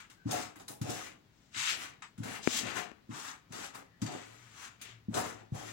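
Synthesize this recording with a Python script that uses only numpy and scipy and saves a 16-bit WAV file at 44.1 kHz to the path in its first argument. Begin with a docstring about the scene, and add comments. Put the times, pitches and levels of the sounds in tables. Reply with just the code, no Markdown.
"""The short, faint end of a swish opens the scene, in faint room air with a low hum that comes and goes.
A hand brush or similar hand tool smooths woollen cloth on a wooden table in a small plastered room: each push
is filtered noise in four parts, from drag to fizz. Crisp flicks are noise bursts that jolt the tool's ringing body.
Two faint squeaks are wavering sines; low padded bumps ring damped modes of the table.
One hard knock on the wood, and later a much softer one, pairs a crack with an opposed boom."""
import sys
import numpy as np
from scipy import signal
from scipy.fft import rfft, irfft
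from scipy.io import wavfile

SR = 44100
rng = np.random.default_rng(int(sys.argv[2]) if len(sys.argv) > 2 else 0)


def master(y):
    """Save y as 16-bit WAV."""
    cut = np.clip(np.atleast_2d(y).T, -1, 1)
    pcm = np.round(cut * 32767)  # scale
    wavfile.write(sys.argv[1], SR, pcm.astype(np.int16))


N = 252461
TIME = np.arange(N) / SR
LEFT_LAG_S = 36 / 44100   # direct sound reaches the left side this much later


def from_db(db):
    """Decibels to gain."""
    return 10 ** (np.asarray(db) / 20)


def rms_one(x):
    """Scale to unit power."""
    return x / np.sqrt(np.mean(x ** 2) + 1e-20)


def pan(left_db):
    """Left and right gains, left_db apart, of mean power one."""
    gains = from_db(np.array([[.5], [-.5]]) * left_db)
    return gains / np.sqrt(np.mean(gains ** 2, axis=0))


def drift(rate_hz):
    """Smooth random wander of spread one, drawn rate_hz times a second and joined by lines."""
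    knots = rng.standard_normal(N)
    return rms_one(np.interp(TIME * rate_hz, np.arange(N), knots))


def filtered(x, order, hz, kind="low"):
    """Butterworth filter."""
    return signal.sosfilt(signal.butter(order, hz, kind, fs=SR, output="sos"), x)


def coloured(x, spectrum):
    """Give a steady noise a spectrum, drawn over log frequency; rms one."""
    hz, db = np.transpose(spectrum)
    bins = np.maximum(np.fft.rfftfreq(2 ** 18, 1 / SR), 1)
    gain = from_db(np.interp(np.log(bins), np.log(hz), db, left=-90, right=-90))
    return rms_one(irfft(rfft(x, 2 ** 18) * gain)[..., :N])


def ring(x, hz, t60_s):
    """A damped resonator: a unit click sets a sine of height one ringing."""
    radius = from_db(-60 / (t60_s * SR))
    angle = 2 * np.pi * hz / SR
    return signal.lfilter([0, np.sin(angle)], [1, -2 * radius * np.cos(angle), radius * radius], x + 1e-18)


def resonate(x, hz, t60_s):
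    """A resonance with a gain of one at its top."""
    return 2 * (1 - from_db(-60 / (t60_s * SR))) * ring(x, hz, t60_s)


def room(x, wet_db, t60_s):
    """Direct sound, late on the left, plus separate decaying noise reflections for each side."""
    t = TIME[:len(x)]
    age = t[:SR // 2]
    echoes = rng.standard_normal((2, len(age))) * from_db(-60 * age / t60_s) * (age > .001)
    echoes *= from_db(wet_db) / np.sqrt(np.sum(echoes ** 2, axis=1, keepdims=True))
    direct = np.array([np.interp(t - LEFT_LAG_S, t, x, left=0), x])
    wet = signal.fftconvolve(x[None], echoes, axes=1)[:, :len(x)]
    return (direct + wet) / np.sqrt(1 + from_db(wet_db) ** 2)


def travelling(x, wet_db, t60_s, count=36):
    """The pattern of near reflections changes as the tool moves from place to place."""
    out, hop = np.zeros((2, N + SR)), N // count + 1
    for start in range(-hop, N, hop):
        at = np.arange(max(start, 0), min(start + 2 * hop, N))
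        crossfade = np.sin(np.pi * (at - start) / (2 * hop)) ** 2
        piece = np.pad(x[at] * crossfade, (0, SR // 8))
        out[:, at[0]:at[0] + len(piece)] += room(piece, wet_db, t60_s)
    return out[:, :N]


def fibres(spectrum, grain_db):
    """Countless fibres slip in clumps of about a millisecond."""
    return coloured(rng.standard_normal(N) * from_db(grain_db * drift(1100)), spectrum)


def rubbing(spectrum, gain, grain_db, diffuse_db, near_db, t60_s, colour=lambda x: x):
    """One part of a push: the nearby sound plus a diffuse layer, unrelated at the two sides."""
    near = travelling(gain * colour(fibres(spectrum, grain_db)), near_db, t60_s)
    diffuse = gain * colour(coloured(rng.standard_normal((2, N)), spectrum))
    return (near + from_db(diffuse_db) * diffuse) / np.sqrt(1 + from_db(diffuse_db) ** 2)


# How drag, rubbing, hiss and fizz behave in every push, one row each:
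# first_touch_db, hold_drift [dB per s], release [dB per s]
PART_SHAPES = [(-10, -75, 134), (-12, 1, 177), (-12, -1, 233), (-15.5, -6, 292)]
TOUCH_S = 0.013   # time constant of the rise as the sole meets the cloth


def push(age, attack_s, hold_s, swell_db):
    """Gains of the four parts in one push: the sole touches, takes hold, slides on and runs out."""
    touch_db, drift_db, release_db = np.transpose(PART_SHAPES)[..., None]
    gripped = np.clip(age / attack_s, 0, 1)
    from_middle = np.clip(age - attack_s, 0, hold_s) - hold_s / 2
    run_out = np.maximum(age - attack_s - hold_s, 0)
    db = touch_db * (1 - gripped) + (swell_db / hold_s + drift_db) * from_middle - release_db * run_out
    return from_db(db) * np.exp(np.minimum(age, 0) / TOUCH_S)


# Pushes of the tool over the cloth, part levels before the mix trims, place before each part's width:
# start_s, attack_s, hold_s, hold_swell_db, drag_db, rub_db, hiss_db, fizz_db,
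# rub_centre_hz, place_db [left minus right]
PUSHES = [(0.0, 0.0017, 0.0032, -6.5, -73, -47, -54, -67, 1750, -1),
          (0.284, 0.06, 0.081, -3.5, -44.5, -39.5, -43, -52.5, 1470, 1.5),
          (0.568, 0.017, 0.03, 0, -59.5, -69, -77, -71, 1470, -9),
          (0.682, 0.031, 0.016, -2, -55, -58.5, -56.5, -53.5, 1550, 2),
          (0.838, 0.056, 0.17, -3.5, -49.5, -45, -48, -57, 1780, 1),
          (1.306, 0.067, 0.12, 1, -92, -81, -73.5, -102, 2000, -3),
          (1.546, 0.031, 0.13, 4, -72, -34, -36.5, -53, 2200, 2),
          (1.701, 0.016, 0.12, 10.5, -57, -46, -51, -58.5, 1850, -0.5),
          (2.223, 0.041, 0.092, 2.5, -50, -43, -50, -56.5, 1760, 3),
          (2.433, 0.1, 0.062, 0.5, -52, -37.5, -34.5, -49, 2180, 3.5),
          (2.589, 0.073, 0.042, 0, -46, -37, -46.5, -60, 1860, 14),
          (2.73, 0.031, 0.027, 1, -45, -34, -42.5, -51, 1640, 13.5),
          (3.106, 0.052, 0.13, 4, -59, -43.5, -48, -58, 1400, 1),
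          (3.519, 0.033, 0.1, 2, -53, -44.5, -47.5, -59, 1650, 3),
          (3.731, 0.02, 0.01, -1.5, -56, -45.5, -53.5, -65, 1420, 2),
          (4.024, 0.094, 0.13, -5, -53, -48, -54, -69.5, 1660, 3),
          (4.182, 0.025, 0.37, -4.5, -73, -57.5, -63, -75, 1720, 5),
          (4.498, 0.1, 0.054, 4, -66.5, -47, -51.5, -62.5, 1630, 1),
          (4.804, 0.048, 0.053, -4, -67.5, -50.5, -58.5, -79, 2150, 5.5),
          (5.144, 0.031, 0.033, -4.5, -37, -34.5, -40, -45.5, 1250, 2.5),
          (5.198, 0.033, 0.074, -3, -47.5, -42, -48.5, -57, 1430, 3.5),
          (5.334, 0.021, 0.036, -1.5, -55, -53.5, -63.5, -79, 1720, 5),
          (5.532, 0.016, 0.15, 5.5, -53, -49, -52, -62, 1620, 3.5)]
GLIDE_OCTAVES_PER_S = 0.43   # the rubbing rises as a push gathers speed
# As rubbing falls below idle_db, its pitch and place settle to idle_hz and idle_place_db
IDLE_DB, IDLE_HZ, IDLE_PLACE_DB = -70, 1510, 0.5


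def push_gains():
    """Gains of the four parts over all pushes; pitch and place lean to the push that rubs loudest."""
    power, total = np.zeros((4, N)), np.full(N, from_db(IDLE_DB) ** 2)
    centre, place = IDLE_HZ * total, IDLE_PLACE_DB * total
    for start_s, attack_s, hold_s, swell_db, *levels_db, hz, place_db in PUSHES:
        at = np.flatnonzero((TIME > start_s - .1) & (TIME < start_s + 1))
        age, length_s = TIME[at] - start_s, attack_s + hold_s
        parts = (from_db(levels_db)[:, None] * push(age, attack_s, hold_s, swell_db)) ** 2
        power[:, at] = np.maximum(power[:, at], parts)
        rub_power = parts[1]
        glide_octaves = GLIDE_OCTAVES_PER_S * (np.clip(age, 0, length_s) - length_s / 2)
        total[at] += rub_power
        centre[at] += rub_power * hz * 2 ** glide_octaves
        place[at] += rub_power * place_db
    return np.sqrt(power), centre / total, place / total


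# The nap catches and lets go; levels before the mix trims:
# start_s, level_db, rub_db [against level], fizz_db [against level]
NAP_FLICKS = [(0.0996, -44.5, -7.5, -19), (0.31, -25, -18, -16), (0.5573, -48.5, -1, -12.5),
              (0.597, -44.5, -9, -27), (0.6804, -33, -16, -13.5), (0.814, -33.5, -14.5, -18.5),
              (0.8974, -28.5, -30, -18.5), (1.546, -42, 2, -43), (1.691, -31.5, -4, -14.5),
              (2.021, -39.5, -2, -32), (2.178, -47, -10, -19.5), (2.2325, -37.5, -9, -19),
              (2.565, -37, -15, -4), (3.1096, -53.5, 7, -29), (3.1386, -38, -9.5, -27),
              (3.522, -38.5, -8.5, -18), (3.748, -43, -2, -9.5), (4.017, -31, -12.5, -23.5),
              (4.0616, -34.5, -9.5, -31), (4.814, -36.5, -11, -15.5), (5.1415, -24.5, -15, -24.5)]
FLICK_T60_S = 0.2


def flick_gains(rise_s=0.00046, snap_db=3.5, snap_s=0.00094):
    """A tuft of fibres lets go at once: a snap, then a burst that thins out, in all four parts."""
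    gains = np.zeros((4, N))
    for start_s, db, rub_db, fizz_db in NAP_FLICKS:
        at = slice(round(start_s * SR), round(start_s * SR) + SR // 2)
        age = TIME[at] - TIME[at][0]
        thinning = from_db(-60 * age / FLICK_T60_S)
        snap = from_db(snap_db) * np.exp(-age / snap_s)
        burst = (thinning + snap) * (1 - np.exp(-age / rise_s))
        parts_db = db + np.array([[-27], [rub_db], [-11], [fizz_db]])   # drag, rub, hiss, fizz
        gains[:, at] += from_db(parts_db) * burst
    return gains


def sliding(x, centre_hz, lift_db=23.5, octaves=0.7):
    """A broad hump in the rubbing follows the speed of the slide."""
    edges_hz = np.geomspace(1100, 3000, num=5)
    below = [signal.sosfiltfilt(signal.butter(3, hz, fs=SR, output="sos"), x) for hz in edges_hz]
    bands = np.diff([0 * x, *below, x], axis=0)
    middles_hz = np.geomspace(970, 3400, num=6)[:, None]
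    distance = np.log2(middles_hz / centre_hz) / octaves
    gains = from_db(lift_db * np.exp(-.5 * distance ** 2))
    gains /= np.sqrt(np.mean(gains ** 2, axis=0))
    return sum(gain * band for gain, band in zip(gains, bands))


def snaps(per_s=70, spread_db=-1.0):
    """Single threads catch on the sole and snap back as sparse, band-limited clicks."""
    sizes = from_db(spread_db * np.minimum(rng.exponential(1, N), 3)) * rng.choice([-1, 1], N)
    clicks = sizes * (rng.random(N) < per_s / SR)
    return filtered(clicks + 1e-18, 2, [1100, 8500], "band")


# Modes of the wooden table: pitch_hz, level_db [bumps only], t60_s
TABLE_MODES = [(118.6, -6.5, 0.14), (147.8, -17.5, 0.37), (206, -24.5, 0.06), (269.1, -5.5, 0.1),
               (308, -12, 0.43), (473, -73, 0.28)]


def droning(x, drag, board_db=13.0, heavy_db=-48):
    """The drag keeps table modes going; heavy drag on the right side also sets one board singing."""
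    modes = sum(resonate(x, hz, t60_s) for hz, db, t60_s in TABLE_MODES[2:])
    pressed = drag ** 2 / (drag ** 2 + from_db(heavy_db) ** 2)
    board = room(resonate(x[1] * pressed, 724, 0.2), wet_db=-2, t60_s=.06)
    return x + modes + from_db(board_db) * board


# Resonances of the tool's body: pitch_hz, level_db [before its wander], t60_s
BODY_MODES = [(1288, -3, 0.2), (1506, -8.5, 0.046), (1850, -25, 0.75), (2121, -7, 0.18), (2385, -10, 0.03),
              (2810, -84, 0.37), (3510, -33, 0.11), (3810, -3.5, 0.72), (4340, -70, 0.043),
              (5060, -12, 0.36), (6280, -9, 0.039), (6700, -33, 0.16), (6900, -15, 0.11), (7830, -3, 0.25)]


def body(x):
    """The tool rings along; the shifting grip favours now one resonance, now another."""
    out = .85 * x
    for hz, db, t60_s in BODY_MODES:
        grip_db = 6 * np.tanh(drift(8))
        out = out + resonate(x * from_db(db + grip_db), hz, t60_s)
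    return out


# Noise colours of the four parts of a push, low to high: pitch_hz, density_db [relative, per Hz]
DRAG_COLOUR = [(60, -17), (110, -5.5), (170, -9.5), (280, 3.5), (450, 0), (600, -0.5), (730, 2.5),
               (900, -5.5), (1300, -17), (2500, -51)]
RUB_COLOUR = [(550, -20), (850, 0), (1100, 0.5), (1500, -1), (2200, -2.5), (2800, 0.5), (3500, -3),
              (5000, -7)]
HISS_COLOUR = [(2400, -9.5), (3600, -3), (4700, -5.5), (6600, -1.5), (7700, -3), (8700, -12), (11000, -56)]
FIZZ_COLOUR = [(6500, -15), (8500, 2), (9800, 1), (11300, 2.5), (12600, -7), (14000, -8.5), (15200, -1.5),
               (16000, -4)]


def swishes():
    """The sole slides over the wool, juddering a little, and the table drones under it."""
    gains, centre_hz, place_db = push_gains()
    judder = from_db(0.27 * drift(90))
    drag, rub, hiss, fizz = np.hypot(gains, flick_gains()) * judder
    low = rubbing(DRAG_COLOUR, from_db(4.0) * drag, grain_db=4.0, diffuse_db=-5.5, near_db=-0.5, t60_s=0.1)
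    middle = rubbing(RUB_COLOUR, from_db(1.0) * rub, grain_db=4.5, diffuse_db=-0.5, near_db=11.0,
                     t60_s=0.11, colour=lambda x: sliding(x, centre_hz))
    high = rubbing(HISS_COLOUR, from_db(1.5) * hiss, grain_db=3.0, diffuse_db=-4.4, near_db=4.0, t60_s=0.05)
    high = high + from_db(4) * room(snaps() * np.hypot(rub, hiss), wet_db=3, t60_s=0.14)
    top = rubbing(FIZZ_COLOUR, from_db(1.0) * fizz, grain_db=3.0, diffuse_db=-7.0, near_db=8.0, t60_s=0.045)
    drone = droning(low * pan(place_db), drag)
    tool = body(middle * pan(6.1 + 0.59 * place_db) + high * pan(8.0))
    return drone + tool + top * pan(-4.0 + 0.13 * place_db)


# Colour of the still room: pitch_hz, density_db [relative, per Hz]
AIR_COLOUR = [(15, -47), (25, -1), (127, 10), (301, 2.5), (545, -7), (1440, -8), (1700, -7.5), (4250, -13),
              (7510, -21), (9070, -30), (11000, -26), (13600, -31), (16000, -17)]
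# A low hum swells and fades: peak_s, half_width_s, level_db [before its wavering]
HUM_SWELL_TIMES = [(4.32, 0.15, -58.5), (4.97, 0.08, -55), (5.44, 0.035, -71), (5.69, 0.11, -49.5)]
AIR_DB, HUM_HZ = -65.5, 114


def background():
    """Still air as noise, alike on both sides in the bass, and a hum wavering in level and pitch."""
    shared = filtered(rng.standard_normal(N), 1, 350)
    own = filtered(rng.standard_normal((2, N)), 1, 350, "high")
    air = from_db(AIR_DB) * coloured(shared + own, AIR_COLOUR)
    swell = sum(from_db(db) / (1 + ((TIME - peak_s) / width_s) ** 2) for peak_s, width_s, db in HUM_SWELL_TIMES)
    level = swell * from_db(1.8 * drift(23))
    pitch_hz = HUM_HZ * (1 + 0.0274 * drift(12))
    hum = level * np.sin(2 * np.pi * np.cumsum(pitch_hz) / SR)
    return (air + hum) * pan(4.8)


def clinks(strike_db=-9.5):
    """Each flick jolts the tool's resonances, damped by the hand, each with a strength of its own."""
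    at = [round(row[0] * SR) for row in NAP_FLICKS]
    jolt_db = np.array([db + rub_db for _, db, rub_db, _ in NAP_FLICKS])   # follows the rubbing
    chance_db = 4 * np.tanh(rng.standard_normal((len(at), len(BODY_MODES))))
    out = np.zeros(N)
    for k, (hz, db, t60_s) in enumerate(BODY_MODES):
        jolts = np.zeros(N)
        jolts[at] = (-1) ** k * from_db(jolt_db + strike_db + db + chance_db[:, k])
        out += ring(jolts, hz, min(t60_s, .13))
    return room(out, wet_db=-1.0, t60_s=0.17) * pan(6.0)


# Faint squeaks: start_s, length_s, pitch_hz [before waver], level_db [before the room]
SQUEAK_TONES = [(0.157, 0.071, 1540, -61), (3.881, 0.11, 1870, -65.5)]


def squeaks(waver=0.04):
    """Brief stick-slip tones, made as swelling sines unsteady in pitch."""
    out, pitch = np.zeros(N), 1 + waver * drift(230)
    for start_s, length_s, hz, db in SQUEAK_TONES:
        progress = np.clip((TIME - start_s) / length_s, 0, 1)
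        swell = np.sqrt(np.abs(np.sin(np.pi * progress)))
        out += from_db(db) * swell * np.sin(2 * np.pi * np.cumsum(hz * pitch) / SR)
    return room(out, wet_db=15, t60_s=.25) * pan(13.0)


# Low bumps: the tool lands on the padded top, or judders as it drags:
# start_s, level_db [before filters and room], pitch_hz, table_ring_db [against level]
BUMPS = [(0.254, -27.5, 169, 5), (0.345, -33, 251, -8.5), (0.563, -47, 314, -9), (0.694, -45.5, 320, 2),
         (0.812, -22.5, 143, -7), (0.878, -36.5, 231, 7.5), (1.562, -39.5, 258, -2),
         (2.181, -33.5, 178, -3.5), (2.199, -28, 163, -3), (2.255, -33, 237, -7), (2.631, -30.5, 246, -3),
         (3.091, -31, 240, -1.5), (3.504, -38.5, 157, -8), (4.018, -23, 195, 0), (5.083, -23, 205, -7),
         (5.166, -38, 174, -30), (5.52, -22, 137, -19)]
SETTLE_S, SETTLE_DB = 0.02712, -8   # a second, softer bump follows each one


def thuds(thud_t60_s=0.052, low_cut_hz=100, padding_hz=420):
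    """The cloth softens each bump to a short thud, which sets the table ringing."""
    out, blows = np.zeros((2, N))
    for start_s, db, hz, ring_db in BUMPS:
        blow = np.zeros(N)
        blow[round(start_s * SR)] = from_db(db)
        blow[round((start_s + SETTLE_S) * SR)] = from_db(db + SETTLE_DB)
        out += ring(blow, hz, thud_t60_s)
        blows += blow * from_db(ring_db)
    for k, (hz, db, t60_s) in enumerate(TABLE_MODES):
        out += (-1) ** k * from_db(db) * ring(blows, hz, t60_s)
    out = filtered(out, 4, low_cut_hz, "high")
    out = filtered(out, 2, padding_hz)
    return room(out, wet_db=-11, t60_s=.35) * pan(3.2)


# Knocks on the wood: start_s, crack_db [drive of the modes], boom_db [against the crack]
KNOCK_HITS = [(2.4736, -5.5, -6.5), (2.9154, -32, -7)]
# What a knock rings with: pitch_hz, level_db, t60_s
WOOD_MODES = [(250, -11.5, 0.054), (340, 2, 0.017), (620, -68, 0.0021), (1700, -12, 0.0034),
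              (2300, -9.5, 0.005), (5200, -18, 0.0017)]


def knocks(low_cut_hz=150):
    """A hard edge meets the wood: a crack and a heavily damped boom that swings against it."""
    crack, boom = np.zeros((2, N))
    for start_s, db, boom_db in KNOCK_HITS:
        crack[round(start_s * SR)] = from_db(db)
        boom[round(start_s * SR)] = -from_db(db + boom_db)
    out = sum(from_db(db) * ring(crack if hz > 1000 else boom, hz, t60_s) for hz, db, t60_s in WOOD_MODES)
    out = filtered(out, 2, low_cut_hz, "high")   # a small board radiates no deep bass
    return room(out, wet_db=-20, t60_s=.08) * pan(25.0)


def scene():
    """Everything at the table, and the room around it."""
    return swishes() + background() + clinks() + squeaks() + thuds() + knocks()


def record(dry):
    """The top is cut steeply above 16.2 kHz."""
    return signal.sosfilt(signal.ellip(10, .1, 80, 16200, fs=SR, output="sos"), dry)


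dry = scene()
out = record(dry)
master(out)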